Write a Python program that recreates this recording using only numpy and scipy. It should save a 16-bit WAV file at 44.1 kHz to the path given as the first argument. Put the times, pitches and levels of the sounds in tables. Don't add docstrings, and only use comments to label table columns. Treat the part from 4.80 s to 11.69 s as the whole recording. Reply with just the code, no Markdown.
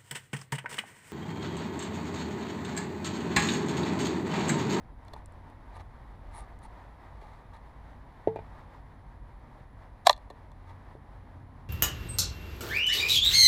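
import sys
import numpy as np
from scipy import signal
from scipy.fft import rfft, irfft
from scipy.io import wavfile

SR = 44100
rng = np.random.default_rng(int(sys.argv[2]) if len(sys.argv) > 2 else 0)


def wrap_up_sound(samples):
    columns = np.atleast_2d(samples).T
    tamed = np.clip(columns, -1, 1)
    steps = np.round(tamed * 32767).astype(np.int16)
    wavfile.write(sys.argv[1], SR, steps)


N = 303849
RING_N = SR // 2
SCENE_T, RING_T = np.arange(N) / SR, np.arange(RING_N) / SR

# f/Hz, level/dB
SPLINTER_SPECTRUM = [(150, -9.5), (600, 10.5), (1100, 9), (1450, -5), (2000, 3), (3000, -4), (3900, 8),
                     (5000, -1), (7800, -6), (10000, -9), (12500, -11), (15500, -31.5)]
# f/Hz, level/dB
WOOD_SPECTRUM = [(200, -18), (650, -6), (900, 13.5), (1050, -7.5), (1200, 7), (1450, -8), (1900, -4),
                 (2200, -10), (2900, -17), (3900, -17.5), (6500, -37), (12000, -56), (15500, -49)]


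def tearing(creak_end_s=5.2676, creak_gap_s=0.0042, creak_db=-14.5, growth_db=7.5):
    # t/s, level/dB, splinter noise/dB re level
    tears = [(5.2689, 0.5, -11.5), (5.2718, -5.5, -4.5), (5.2765, -25, -5), (5.3070, -28.5, -1)]
    # f/Hz, level/dB, t60/s
    block_modes = [(614, -2, .010), (760, 2, 0.013), (986, -6, 0.0149), (1120, -5.5, .016),
                   (1736, -10.5, 0.0065), (2352, -19, 0.0063), (3330, -14.5, .010), (3790, -6.5, .008),
                   (4100, -10, .009), (4613, -20, .009), (5500, -17, 0.0068), (7470, -21.5, 0.0053)]
    creak = [(creak_end_s - k * creak_gap_s, creak_db - k * growth_db, -13) for k in range(5)]
    out = np.zeros(N)
    for t, db, splinter_db in creak + tears:
        fray_t60_s = 0.0072 * 2 ** (-db / 12.5)
        add(out, t, undb(db) * (ring(block_modes) + undb(splinter_db) * splinter(fray_t60_s)))
    return out


def blade_strikes():
    # t/s, level/dB, tilt/(dB/octave)
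    strikes = [(0.2818, -52.5, 3), (.3350, -34.5, -3), (0.3382, -41, -2), (0.977, -46, -11),
               (1.0080, -47, -9), (5.284, -37, 7), (5.2953, 0.5, -0.3), (5.2984, -17, -7.5),
               (5.3285, -42, 9.5), (5.3640, -50, 1), (5.377, -40.5, -6), (5.5015, -35, -5.5),
               (5.5070, -39, -5), (5.7170, -45.5, -6)]
    # f/Hz, level/dB, t60/s
    notch_modes = [(582.6, -12.5, 0.033), (756, -6.5, 0.018), (883, -15, 0.052), (985, -10, 0.037),
                   (1171.6, -11, 0.041), (1650, -24.5, 0.021), (1830, -14.5, 0.03), (2000, -26.5, 0.021),
                   (2780, -14.5, 0.0086), (3250, -17, .012), (3488, -7.5, .016), (3610, -10, 0.011),
                   (4080, -8, .013), (4340, -12.5, .016), (4660, -22.5, .014), (3730, -45.5, .10),
                   (4320, -39, 0.066), (6640, -40.5, 0.034), (7660, -34, 0.0065)]
    out = np.zeros(N)
    for t, db, tilt_db_oct in strikes:
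        t60_scale = 0.92 * 2 ** (-db / 80)
        crunch_db = -15 + 1.2 * tilt_db_oct - 0.2 * db
        crunch = undb(crunch_db) * splinter(t60_s=0.011 * t60_scale)
        add(out, t, undb(db) * (ring(notch_modes, tilt_db_oct, t60_scale) + crunch))
    return out


def splinter(t60_s, rise_s=0.00008):
    attack = 1 - np.exp(-RING_T / rise_s)
    return attack * fade(t60_s) * noise(SPLINTER_SPECTRUM, RING_N)


def knife(cut_hz=470, leak_db=-22):
    cracks = tearing() + blade_strikes()
    return signal.sosfilt(butter(6, cut_hz, "high"), cracks) + undb(leak_db) * cracks


def ticks(t60_s=0.0087):
    # t/s, level/dB
    contacts = [(.2500, -63), (0.4595, -50.5), (.5230, -62.5), (.7005, -62), (1.7900, -60)]
    out = np.zeros(N)
    for t, db in contacts:
        high = band(hz=8500, width_hz=3500, size=RING_N)
        low = band(hz=3900, width_hz=1500, size=RING_N)
        add(out, t, undb(db) * fade(t60_s) * (high + undb(-8) * low))
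    return out


def pole():
    # t/s, level/dB, softness/(0-1)
    bumps = [(.3355, -44.5, 0.47), (2.422, -45, 0.54), (3.4730, -14, 0.86), (3.48, -32, 0.25),
             (3.5595, -25.5, 0.2), (3.5700, -33, .05), (3.5892, -31.5, 0.05), (5.5030, -44.5, 0.98),
             (6.1510, -44.5, 1)]
    # f/Hz, level/dB, t60/s
    pole_modes = [(102.7, -28, 0.38), (157.6, -33.5, 0.75), (195, -29.5, 0.22), (324, -42, 0.48),
                  (443.6, -9, 0.25), (497, -27, 0.066), (666, -18, 0.17), (828, 1, 0.14), (831, 1.5, 0.11),
                  (914, -5, 0.078), (1200, -44, 0.11), (1540, -28, 0.062), (2410, -21.5, .05)]
    # f/Hz, level/dB
    grit_spectrum = [(300, -6), (900, 1), (1800, 7), (3800, -7.5), (6000, -26), (15000, -42)]
    knock = signal.sosfilt(butter(2, hz=[350, 720], kind="band"), signal.unit_impulse(RING_N))
    knock /= np.abs(knock).max()
    out = np.zeros(N)
    for t, db, softness in bumps:
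        contact_s = np.interp(softness, (0, 1), (0.00041, 0.0018))
        tilt_db_oct = np.interp(softness, (0, 1), (8.5, -3.5))
        knock_db = np.interp(softness, (0, 1), (-0.5, 12))
        bark = undb(-35) * fade(t60_s=0.091) * noise(WOOD_SPECTRUM, RING_N)
        grit = undb(-21 - 17 * softness) * fade(t60_s=0.09) * noise(grit_spectrum, RING_N)
        bending = ring(pole_modes, tilt_db_oct, t60_scale=0.92)
        thud = soften(bending + undb(knock_db) * knock, contact_s)
        add(out, t, undb(db) * (thud + bark + grit))
    return out


def hand(scrape_db=-17, grain_db=3, catch_db=2):
    # centre t/s, length/s, level/dB, skin hiss/dB re level
    strokes = [(0.374, 0.073, -57, -25), (0.961, 0.069, -49, -22.5), (1.006, 0.038, -45.5, -33),
               (1.579, 0.16, -48, -8.5), (1.844, 0.071, -49.5, -11.5), (2.423, 0.051, -58, -41),
               (2.483, 0.43, -56.5, -32), (2.757, 0.095, -54, -29), (5.893, 0.079, -53.5, -33)]
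    # f/Hz, level/dB
    skin_spectrum = [(6000, -21), (8000, -19), (8750, -3.5), (9150, -26), (9800, 5.5), (10500, -32),
                     (15000, -39)]
    wood, skin = noise(WOOD_SPECTRUM, N), noise(skin_spectrum, N)
    scrape = undb(scrape_db) * noise(SPLINTER_SPECTRUM, N)
    out = np.zeros(N)
    for centre_s, length_s, db, skin_db in strokes:
        speed = np.cos(np.pi / 2 * np.clip((SCENE_T - centre_s) / length_s * 2, -1, 1))
        out += undb(db) * (speed * (wood + scrape) + speed ** 3.6 * undb(skin_db) * skin)
    roughness_db = grain_db * wander(points=6000) + catch_db * wander(points=1000)
    return out * unit(undb(roughness_db))


def camera_case(x):
    # f/Hz, width/Hz
    dips = [(1390, 260), (2560, 130), (3080, 240), (4950, 200)]
    for hz, width_hz in dips:
        x = signal.lfilter(*signal.iirnotch(hz, hz / width_hz, fs=SR), x)
    return x


def echo(x, level_db=-33, t60_s=0.17, damp_hz=3500, delay_s=0.008):
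    tail = signal.sosfilt(butter(1, damp_hz), rng.standard_normal(RING_N))
    tail *= fade(t60_s) * (RING_T > delay_s)
    return undb(level_db) * signal.fftconvolve(x, tail / np.linalg.norm(tail))[:N]


def background(air_db=-50.5, flicker_db=2, split_hz=350):
    # f/Hz, level/dB
    air_spectrum = [(20, -6), (45, 8.5), (70, -1.5), (130, -9), (200, -13), (400, -17.5), (650, -14.5),
                    (950, -11.5), (1400, -23), (1900, -22), (2700, -36), (3700, -36.5), (6500, -49.5),
                    (15000, -57)]
    # f/Hz, width/Hz, level/dB
    drone_bands = [(91, 14, -57), (127.7, 34, -61.5), (249, 120, -65)]
    # f/Hz, width/Hz, level/dB
    hum_bands = [(51.3, 8.7, -55), (10180, 550, -90), (14990, 260, -96)]
    # t/s, level/dB
    rumble_curve = [(0.0, -51), (0.44, -49.5), (0.69, -50.5), (1.42, -49), (2.15, -52), (6.64, -54),
                    (6.89, -55)]
    drone_curve = [(0.0, -55.5), (1.8, -58.5), (1.94, -58.5), (3.95, -53.5), (4.11, -54), (5.45, -57.5),
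                   (6.02, -53.5), (6.89, -50.5)]
    hiss_curve = [(0.0, -61), (0.77, -56.5), (1.25, -58), (1.74, -56), (3.07, -59), (3.57, -56),
                  (5.53, -61.5), (5.95, -57.5), (6.89, -60)]
    air = undb(air_db) * noise(air_spectrum, N)
    low = signal.sosfiltfilt(butter(2, split_hz), air)
    rumble = low * swell(rumble_curve, depth=0.9)
    drone = band_sum(drone_bands) * swell(drone_curve, depth=0.94)
    hum = band_sum(hum_bands)
    hiss = (air - low) * swell(hiss_curve, depth=0.85) * undb(flicker_db * wander(points=90))
    return rumble + drone + hum + hiss


def ring(modes, tilt_db_oct=0, t60_scale=1, scatter=0.003):
    detune = 1 + scatter * rng.standard_normal(len(modes))
    out = np.zeros(RING_N)
    for k, (hz, db, t60_s) in enumerate(modes):
        gain = (-1) ** k * undb(db + tilt_db_oct * np.log2(hz / 1000))
        out += gain * fade(t60_s * t60_scale) * np.sin(2 * np.pi * hz * detune[k] * RING_T)
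    return out


def soften(sound, contact_s):
    force = np.sin(np.pi * np.minimum(RING_T / contact_s, 1)) ** 2
    return signal.fftconvolve(sound, force / force.sum())[:len(sound)]


def noise(spectrum, size):
    hz, db = np.transpose(spectrum)
    f = np.maximum(np.fft.rfftfreq(size, 1 / SR), 1)
    gain = undb(np.interp(np.log(f), np.log(hz), db))
    return unit(irfft(rfft(rng.standard_normal(size)) * gain, size))


def band(hz, width_hz, size):
    offset = (np.fft.rfftfreq(size, 1 / SR) - hz) / (width_hz / 2)
    return unit(irfft(rfft(rng.standard_normal(size)) / (1 + offset ** 2), size))


def band_sum(bands):
    return sum(undb(db) * band(hz, width_hz, N) for hz, width_hz, db in bands)


def swell(curve, depth):
    db = np.interp(SCENE_T, *np.transpose(curve))
    return undb(depth * (db - np.median(db)))


def wander(points):
    return np.interp(SCENE_T, np.linspace(0, N / SR, points), rng.standard_normal(points))


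def fade(t60_s):
    return np.exp(-np.log(1000) * RING_T / t60_s)


def butter(order, hz, kind="low"):
    return signal.butter(order, hz, kind, fs=SR, output="sos")


def undb(db):
    return 10 ** (np.asarray(db) / 20)


def unit(x):
    return x / np.sqrt(np.mean(x ** 2))


def add(out, start_s, sound):
    i = int(start_s * SR)
    out[i:i + len(sound)] += sound[:N - i]


def scene():
    work = camera_case(knife() + ticks() + pole() + hand())
    return (work + echo(work) + background())[None]


def record(dry, ceiling=1.5, top_hz=15400):
    lowpass = signal.ellip(8, 0.2, 70, top_hz, fs=SR, output="sos")
    return signal.sosfilt(lowpass, ceiling * np.tanh(dry / ceiling))


dry = scene()
out = record(dry)
wrap_up_sound(out)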